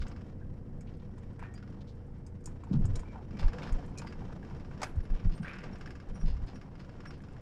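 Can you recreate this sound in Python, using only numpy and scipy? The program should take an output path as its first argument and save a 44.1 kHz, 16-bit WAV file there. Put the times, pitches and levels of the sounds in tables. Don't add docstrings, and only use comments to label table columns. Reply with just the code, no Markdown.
import sys
import numpy as np
from scipy import signal
from scipy.fft import rfft, irfft
from scipy.io import wavfile
from scipy.ndimage import uniform_filter1d

SR = 44100
rng = np.random.default_rng(int(sys.argv[2]) if len(sys.argv) > 2 else 0)


def master_out(mix):
    frames = np.transpose(np.atleast_2d(mix))
    ceiling = np.clip(frames, -1, 1)
    pcm = np.round(ceiling * 32767).astype(np.int16)
    wavfile.write(sys.argv[1], SR, pcm)


N = 326781
TIME = np.arange(N) / SR
SNAP_RISE_S, EDGE_HZ = 0.0005, 15900

# frequency in Hz, spectral level in dB.
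SNAP_SPECTRUM = [(2000, -6), (3500, -10.5), (5200, -9.5), (6300, -7.5), (7500, -5.5), (8500, -7.5),
                 (10000, -11), (12500, -21.5), (15500, -42)]


def road():
    # time in seconds, level in dB.
    levels = [(0.0, -44.5), (2.62, -47), (2.79, -40), (3.12, -45.5), (3.44, -41.5), (4.93, -44),
              (5.24, -45.5), (5.59, -45), (7.41, -48)]
    # frequency in Hz, spectral level in dB.
    rumble_spectrum = [(12, -5.5), (22, 9.5), (32, 0), (50, -8), (70, -2.5), (100, -4), (150, -1),
                       (200, -6.5), (265, -10), (340, -14), (470, -21), (580, -23.5), (900, -33.5),
                       (1500, -64.5)]
    hiss_spectrum = [(200, 9), (2000, 5), (3500, -36), (6000, -19), (8000, -14.5), (10000, -16.5),
                     (12500, -16.5), (13500, -42), (16000, -29)]
    # frequency in Hz, width in Hz, lift in dB.
    drones = [(191.7, 6, 5), (222, 3.2, 1), (270, 12, 3.5), (370, 14, 5), (522, 52, 4)]
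    level_db = curve(levels) + drift(10)
    rumble = evened(lifted(coloured(rng.standard_normal(N), rumble_spectrum), drones))
    hiss = coloured(rng.standard_normal(N), hiss_spectrum)
    return gain_of(level_db) * rumble + gain_of(-74.5) * hiss


def potholes():
    # start in seconds, boom length in seconds, pitch in Hz, boom in dB, heave in dB.
    jolts = [(0, 0.04, 62, -33, -30.5), (2.71, 0.025, 191.4, -24.5, -50), (2.732, 0.042, 237, -27.5, -41),
             (2.748, 0.049, 138.3, -23.5, -27), (2.79, 0.053, 191.7, -31, -28),
             (2.804, 0.17, 103, -29.5, -24.5), (2.899, 0.055, 65.4, -58, -25), (2.953, 0.04, 102, -55, -26),
             (3.301, 0.2, 193.2, -41, -53), (3.432, 0.063, 90.4, -31.5, -15), (3.713, 0.043, 102, -38, -19),
             (4.968, 0.057, 70, -27.5, -27), (5.1, 0.064, 143, -39, -19), (5.235, 0.05, 93.8, -28, -39),
             (5.25, 0.036, 173.7, -31, -18.5), (5.284, 0.14, 173.7, -43.5, -30),
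             (5.396, 0.057, 169.2, -35.5, -50), (5.719, 0.019, 185, -38.5, -59),
             (6.08, 0.52, 176, -47, -29), (6.23, 0.069, 153.4, -36, -17.5), (6.288, 0.17, 50.7, -33.5, -26),
             (6.401, 0.1, 50, -36, -31)]
    # frequency in Hz, width in Hz, level in dB.
    panels = [(67, 25, 17.5), (107, 64, -1.5), (187.5, 9.8, 7.5), (203, 8.5, 11.5), (267, 35, -14)]
    spring_hz, heave_s, heave_lag_s = 24.2, 0.1, 0.0309
    hop_hz, hop_gain = 47, gain_of(-14)
    sag_per_s = 0.99
    out, t = np.zeros(N), np.arange(SR // 2) / SR
    for start, length, hz, boom_db, heave_db in jolts:
        since = TIME - start - heave_lag_s
        sway, hop = (sine(rate * since) for rate in (spring_hz, hop_hz))
        window = np.cos(np.pi * np.clip(since / heave_s, -0.5, 0.5)) ** 2
        out += gain_of(heave_db) * window * (sway + hop_gain * hop) / (1 + hop_gain / 2)
        envelope = swell(t, length, 0.25)
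        tone = sine(hz * t * (1 - sag_per_s * t / 2))
        rumble = band(ringing(rng.standard_normal(len(t)), panels), hz, 0.65, 1.23)
        boom = (tone + 0.69 * rumble) * envelope
        add(out, start, gain_of(boom_db) * boom * np.linalg.norm(envelope) / np.linalg.norm(boom))
    return out


def gravel_db():
    # time in seconds, level in dB.
    levels = [(0.0, -58.5), (0.52, -67.5), (1.38, -62.5), (2.56, -67.5), (2.85, -56.5), (3.26, -62.5),
              (3.63, -50), (3.8, -54.5), (3.98, -59), (5.34, -59), (5.7, -57), (5.92, -59.5), (7.41, -61.5)]
    return curve(levels)


def grit():
    # frequency in Hz, spectral level in dB.
    spectrum = [(250, 10), (500, 12.5), (850, -2), (1200, 2), (1650, -5.5), (2400, -10), (3300, -11),
                (5300, -14.5), (7500, -23), (10000, -37), (14000, -43)]
    t = np.arange(2048) / SR
    smear = rng.standard_normal(len(t)) * np.exp(-t / 0.0064)
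    coarse = signal.oaconvolve(grains(N, per_s=1100, spread_db=1.0), smear)[:N]
    fine = grains(N, per_s=9000, spread_db=0.98)
    level_db = gravel_db() + 5 + 3.65 * drift(31)
    return gain_of(level_db) * coloured(1.44 * evened(coarse) + fine, spectrum)


def snaps():
    # start in seconds, level in dB, relative level of the dull body in dB, pitch in Hz.
    stones = [(0.0807, -53.5, -9, 7640), (0.808, -55.5, -4, 7440), (1.181, -61, -14, 7250),
              (1.3927, -62.5, 12.5, 8900), (1.539, -54, -3, 8000), (2.265, -52.5, -12, 7600),
              (2.44, -58, -20, 7200), (2.4577, -38, -23, 7600), (2.637, -61, 0, 6950),
              (2.8541, -45.5, -34, 7900), (2.9563, -39.5, -19, 6020), (2.9936, -50, -3, 7500),
              (3.394, -59, 14, 6440), (3.723, -50.5, 0, 7400), (3.975, -44.5, -23, 6100),
              (3.984, -38.5, -24, 6360), (4.817, -41.5, 3.5, 5500), (4.8308, -34, 6, 5820)]
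    # multiple of its pitch, level in dB.
    stone_modes = [(0.68, 2), (0.88, 5.5), (1, 1.5), (1.13, 3), (1.5, -0.5), (1.85, -4)]
    # frequency in Hz, level in dB, seconds to fall by 60 dB.
    underside = [(616, 1, 0.069), (910, -16.5, 0.069), (1003, -2, 0.068), (1170, -6, 0.051),
                 (1362, -4, 0.062), (1620, -9, 0.047), (1820, -6, 0.04), (2240, -4, 0.055),
                 (2534, -14, 0.034), (3350, -7, 0.04)]
    # frequency in Hz, spectral level in dB.
    thud_spectrum = [(250, -39), (480, -4), (620, -15), (900, -4), (1400, -9.5), (2300, -3), (3000, -22),
                     (5000, -17.5), (9000, -32)]
    out, t = np.zeros(N), np.arange(8192) / SR
    for start, db, body_db, pitch_hz in stones:
        crack_noise, body_noise = rng.standard_normal((2, len(t)))
        modes = [(pitch_hz * ratio * rng.uniform(0.933, 1.03), 400, mode_db)
                 for ratio, mode_db in stone_modes]
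        crack = coloured(ringing(crack_noise, modes), SNAP_SPECTRUM)
        crack *= strike(t, SNAP_RISE_S, 0.0076, -15.5, 0.014)
        cabin_wash = gain_of(-32.5) * coloured(body_noise, SNAP_SPECTRUM) * swell(t, 0.042, 0.7)
        thud = coloured(body_noise, thud_spectrum) * strike(t, 0.00025, 0.0097, -6.5, 0.013)
        ring = sum(gain_of(mode_db - 60 * t / t60) * sine(hz * t) for hz, mode_db, t60 in underside)
        body = 0.61 * thud + 0.59 * ring * (1 - np.exp(-t / SNAP_RISE_S))
        add(out, start, gain_of(db) * (crack + cabin_wash + gain_of(body_db) * body))
    return out


def knocks():
    # start in seconds, level in dB, frequency of the mode in Hz.
    hits = [(1.4256, -36, 1010), (1.626, -46.5, 1430), (2.081, -54, 795), (2.474, -41, 1000),
            (2.635, -42.5, 1066), (2.671, -46.5, 910), (3.032, -44.5, 1000), (3.135, -55, 950),
            (3.212, -50, 830), (3.395, -45, 1250), (3.441, -45, 1100), (3.532, -43, 1404),
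            (3.621, -38.5, 2220), (3.672, -40, 1740), (3.691, -51, 1460), (3.9518, -45, 1010),
            (4.02, -37.5, 940), (4.047, -40.5, 916), (4.072, -41, 2000), (4.219, -41, 796), (4.3, -49, 943),
            (4.51, -42.5, 965), (4.551, -49, 900), (4.682, -51, 940), (4.712, -45, 1420), (4.819, -30, 870),
            (4.833, -28, 1377), (4.868, -41, 1570), (4.428, -47, 1640), (5.432, -43, 1580),
            (5.446, -38, 1600), (5.86, -45, 1590), (5.874, -41.5, 1740), (7.007, -56, 1690),
            (7.06, -42, 1630), (7.204, -50, 1700), (7.365, -50, 1740)]
    out, t = np.zeros(N), np.arange(8192) / SR
    for start, db, hz in hits:
        rasp = band(rng.standard_normal(len(t)), hz, 1.0, 1.5) * strike(t, 0.0021, 0.0022, -17.5, 0.044)
        ring = np.sin(2 * np.pi * hz * t) * strike(t, 0.00067, 0.0039, -32, 0.029)
        add(out, start, gain_of(db) * (rasp + gain_of(2) * ring))
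    return out


def chatter():
    # first and last clack of a run in seconds, then their levels in dB.
    runs = [(0.016, 0.207, -46, -57.5), (1.574, 1.722, -52.5, -61.5), (3.305, 3.367, -54.5, -51),
            (3.426, 3.581, -45, -46), (3.629, 3.69, -43.5, -49), (4.014, 4.121, -45.5, -47.5),
            (4.445, 4.644, -55, -55), (4.731, 4.773, -57.5, -54.5), (5.001, 5.292, -55.5, -54),
            (5.375, 5.634, -52, -46), (5.753, 5.807, -51, -47.5), (5.856, 5.997, -46.5, -52),
            (6.152, 6.209, -54.5, -54), (6.363, 6.416, -55.5, -59), (6.554, 6.61, -51, -51.5),
            (6.75, 6.89, -56, -55.5), (7.001, 7.104, -51.5, -47.5), (7.234, 7.378, -55.5, -62.5)]
    # frequency in Hz, width in Hz, level in dB.
    modes = [(1185, 85, 3.5), (1385, 210, -1.5), (1641, 71, 1), (2145, 77, 0.5), (2850, 380, -7.5),
             (4880, 740, -9.5), (5340, 160, -4.5), (6960, 240, -14.5)]
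    rocks_per_s, landing_s, variation = 19.6, 0.002, 0.69
    t = np.arange(4096) / SR
    contact = gain_of(gravel_db() - 9.5 + 2 * drift(27)) * rng.standard_normal(N)
    shared_ring = evened(irfft(np.exp(2j * np.pi * rng.random(len(t) // 2 + 1))))
    for first, last, first_db, last_db in runs:
        for along in np.linspace(0, 1, round((last - first) * rocks_per_s) + 1):
            envelope = 1.82 * strike(t, 0.0013, 0.0067 * rng.uniform(0.91, 1.0), -18.5, 0.047)
            clack = evened(shared_ring + variation * rng.standard_normal(len(t)))
            db = first_db + along * (last_db - first_db)
            add(contact, first + along * (last - first) + landing_s, gain_of(db) * envelope * clack)
    return np.std(contact) * band(ringing(contact, modes), 2580, 2.37, 1.63)


def crunches():
    # start in seconds, length in seconds, centre frequency in Hz, level in dB.
    patches = [(0, 0.051, 3770, -57), (0.87, 0.024, 2750, -57.5), (0.995, 0.022, 3220, -66),
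               (1.386, 0.1, 1640, -54), (1.806, 0.018, 3720, -58.5), (1.869, 0.044, 4000, -59.5),
               (2.724, 0.028, 3800, -50.5), (2.728, 0.036, 1040, -50), (3.126, 0.074, 786, -49.5),
               (3.409, 0.1, 860, -50), (3.516, 0.046, 740, -55), (3.613, 0.054, 2910, -48.5),
               (3.479, 0.088, 2400, -69), (3.619, 0.1, 1050, -49), (4.282, 0.06, 1030, -57.5),
               (5.132, 0.098, 2550, -58.5), (5.439, 0.13, 1680, -43), (5.463, 0.27, 1790, -51.5),
               (7.047, 0.036, 1560, -54)]
    out, t = np.zeros(N), np.arange(SR // 2) / SR
    for start, length, hz, db in patches:
        shower = band(grains(len(t), per_s=2000, spread_db=0.67), hz, 0.98, 2.57)
        add(out, start, gain_of(db) * shower * swell(t, length, 0.31))
    return out


def clatter():
    hits_per_s, ring_s = 24, 0.006
    t = np.arange(2048) / SR
    hits = rng.uniform(0.24, 1, (4, N)) * (rng.random((4, N)) < hits_per_s / SR)
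    rings = rng.standard_normal((4, len(t))) * np.exp(-t / ring_s)
    taps = signal.oaconvolve(hits, rings, axes=1).sum(0)[:N]
    return gain_of(gravel_db() - 4.5) * band(taps, 790, 0.93, 1.84)


def engine():
    # time in seconds, firings per second.
    idle = [(0, 29), (.5, 29.2), (1.1, 28.6), (1.8, 28.3), (2.5, 28.4), (4.3, 28), (7.41, 28.6)]
    # time in seconds, level in dB.
    levels = [(0, -47.5), (1.8, -48.5), (2.5, -48), (4.3, -50), (5.6, -55), (7.41, -53.5)]
    # multiple of the firing rate, relative level in dB.
    orders = [(1, -5), (2, -5.5), (3, 1), (4, -3.5), (5, -9), (7, -15), (8, -10.5), (16, -20), (17, -16.5)]
    # frequency in Hz, relative level in dB.
    hums = [(192.5, -10.5), (480.5, -24.5)]
    firings = np.cumsum(curve(idle) * (1 + 0.003 * drift(6))) / SR
    hum = sum(gain_of(db + 1.5 * drift(0.81)) * sine(order * firings) for order, db in orders)
    hum += sum(gain_of(db) * np.sin(2 * np.pi * hz * TIME + 1.37 * drift(2.2)) for hz, db in hums)
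    return gain_of(curve(levels)) * hum


def squeaks():
    # start in seconds, length in seconds, pitch in Hz, level in dB, ratio of scrape to tone.
    rubs = [(0.404, 0.037, 1600, -68.5, 1.9), (1.406, 0.14, 1765, -62, 0.52), (1.41, 0.057, 2390, -66, 1.2),
            (1.545, 0.034, 4780, -63, 0.28), (3.037, 0.11, 2310, -71, 1.8), (3.303, 0.19, 2300, -69, 1.5),
            (3.419, 0.023, 560, -50, 0.51), (3.533, 0.037, 473, -40.5, 0.48),
            (3.602, 0.032, 516, -48, 0.31), (3.78, 0.032, 710, -50.5, 0.4), (3.96, 0.044, 2460, -62, 2.1),
            (4.058, 0.041, 4770, -71, 3), (5.465, 0.036, 2407, -47.5, 0.64)]
    climb_hz_per_s, wobble_share, stutter_db = 820, 0.003, -0.5
    out, t = np.zeros(N), np.arange(SR // 2) / SR
    for start, length, hz, db, scrape in rubs:
        envelope = swell(t, length, 0.45) ** 2 * gain_of(stutter_db * drift(90, size=len(t)))
        wobble = evened(uniform_filter1d(rng.standard_normal(len(t)), size=200))
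        pitch_hz = hz * (1 + wobble_share * wobble) + climb_hz_per_s * t
        tone = np.sin(2 * np.pi * np.cumsum(pitch_hz) / SR)
        rasp = band(rng.standard_normal(len(t)), hz, 0.058, 1.1)
        add(out, start, gain_of(db) * envelope * (tone + scrape * rasp))
    return out


def rattles():
    # start of a shake in seconds, length in seconds, level in dB.
    shakes = [(0.936, 0.027, -69), (3.388, 0.039, -47.5), (3.43, 0.056, -58), (3.655, 0.061, -56.5),
              (5.311, 0.056, -58), (6.254, 0.085, -54), (6.467, 0.058, -57), (6.789, 0.046, -60),
              (7.132, 0.043, -62.5)]
    # frequency in Hz, width in Hz, level in dB.
    modes = [(1750, 510, 3), (2760, 260, 2), (3510, 220, -1), (4330, 360, 0.5), (5030, 260, 3.5),
             (6400, 500, -10), (8240, 600, -15)]
    bounces_per_s, scrape = 230, 0.8
    out, t = np.zeros(N), np.arange(SR // 2) / SR
    for start, length, db in shakes:
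        bounces = np.floor(bounces_per_s * t + 0.44 * drift(120, size=len(t)))
        landings = np.diff(bounces, prepend=0) != 0
        ticks = evened(landings * rng.uniform(0.49, 1, len(t)) * rng.choice([-1, 1], len(t)))
        shaken = (ticks + scrape * rng.standard_normal(len(t))) * swell(t, length, 0.27)
        add(out, start, gain_of(db) * np.std(shaken) * band(ringing(shaken, modes), 3400, 1.6, 1.6))
    return out


def chinks():
    # start in seconds, pitch in Hz, level in dB.
    touches = [(4.868, 11200, -72), (5.02, 9990, -78), (5.344, 8650, -65.5), (5.412, 8680, -68),
               (5.478, 10950, -76), (5.722, 5450, -67), (6.14, 5684, -64.5), (6.138, 9560, -72),
               (6.192, 5670, -60), (6.541, 5620, -62.5), (7.063, 5500, -58.5)]
    # multiple of the pitch, relative level in dB.
    modes = [(1, -1), (1.56, -16), (1.92, -22), (2.555, -28)]
    out, t = np.zeros(N), np.arange(SR // 4) / SR
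    envelope = swell(t, length=0.03, peak_share=0.54) ** 2
    for start, pitch_hz, db in touches:
        for ratio, mode_db in modes:
            hz = pitch_hz * ratio
            scrape = band(rng.standard_normal(len(t)), hz, 0.03, 1.1)
            tone = evened(np.sin(2 * np.pi * hz * t) + 1.1 * scrape)
            add(out, start, (hz < EDGE_HZ) * gain_of(db + mode_db) * tone * envelope)
    return out


def pebbles():
    ticks_per_s, loudest_db, range_db = 10, -3, 18
    out, t = np.zeros(N), np.arange(2048) / SR
    for place, weakness in rng.random((round(ticks_per_s * N / SR), 2)):
        tick = coloured(rng.standard_normal(len(t)), SNAP_SPECTRUM)
        tick *= strike(t, SNAP_RISE_S, 0.007, -13, 0.02)
        add(out, place * N / SR, gain_of(loudest_db - range_db * weakness) * tick)
    return gain_of(gravel_db()) * out


def cabin(x):
    # frequency in Hz, width in Hz, lift in dB.
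    resonances = [(753, 113, 6.5), (907, 95, 6), (1475, 220, 4.5), (1626, 190, 2), (2288, 49, 6),
                  (2480, 73, 2.5), (2614, 43, 5.5)]
    return gain_of(-5.5) * lifted(x, resonances)


def gain_of(db):
    return 10 ** (np.asarray(db) / 20)


def evened(x):
    return x / np.sqrt(np.mean(x ** 2) + 1e-20)


def add(mix, start, sound):
    part = mix[max(round(start * SR), 0):][:len(sound)]
    part += sound[:len(part)]


def curve(points):
    return np.interp(TIME, *np.transpose(points))


def sine(cycles):
    return np.sin(2 * np.pi * (cycles + rng.random()))


def drift(rate_hz, size=N):
    white = rng.standard_normal(N)
    return evened(irfft(rfft(white) / (1 + (bins(white) / rate_hz) ** 4), N))[:size]


def grains(size, per_s, spread_db):
    sizes = gain_of(spread_db * np.minimum(rng.exponential(1, size), 4)) * rng.standard_normal(size)
    return evened(sizes * (rng.random(size) < per_s / SR))


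def strike(t, rise_s, decay_s, tail_db, tail_s):
    return (1 - np.exp(-t / rise_s)) * (np.exp(-t / decay_s) + gain_of(tail_db) * np.exp(-t / tail_s))


def swell(t, length, peak_share):
    u = t / (length * peak_share)
    return u * np.exp(1 - u)


def bins(x):
    return np.fft.rfftfreq(len(x), 1 / SR) + 1


def coloured(x, points):
    hz, db = np.transpose(points)
    return evened(irfft(rfft(x) * gain_of(np.interp(np.log(bins(x)), np.log(hz), db)), len(x)))


def band(x, hz, octaves, steepness):
    away = np.log2(bins(x) / hz) / octaves
    return evened(irfft(rfft(x) * (1 + away ** 2) ** -steepness, len(x)))


def ringing(x, modes):
    f = bins(x)
    power = sum(gain_of(db) ** 2 / (1 + ((f * f - hz * hz) / (f * width)) ** 2)
                for hz, width, db in modes)
    return evened(causal(x, np.sqrt(power)))


def lifted(x, tones):
    f = bins(x)
    lift_db = sum(db / (1 + (2 * (f - hz) / width) ** 2) for hz, width, db in tones)
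    return causal(x, gain_of(lift_db))


def causal(x, gain):
    cepstrum = irfft(np.log(gain + 1e-9), len(x))
    n = np.arange(len(x))
    folded = cepstrum * (np.sign(n) + np.sign(len(x) / 2 - n))
    return irfft(rfft(x) * np.exp(rfft(folded)), len(x))


def scene():
    impacts = grit() + clatter() + snaps() + knocks() + crunches() + chatter() + rattles() + pebbles()
    return (road() + engine() + potholes() + cabin(impacts) + squeaks() + chinks())[None]


def record(dry):
    hz, db = np.transpose([(7000, 0), (10000, -2), (13000, -5), (16000, -13)])
    heard = irfft(rfft(dry) * gain_of(np.interp(bins(dry[0]), hz, db)), N)
    low_pass = signal.firwin(511, EDGE_HZ, window=("kaiser", 9), fs=SR)
    return signal.oaconvolve(heard, low_pass[None], "same")


dry = scene()
out = record(dry)
master_out(out)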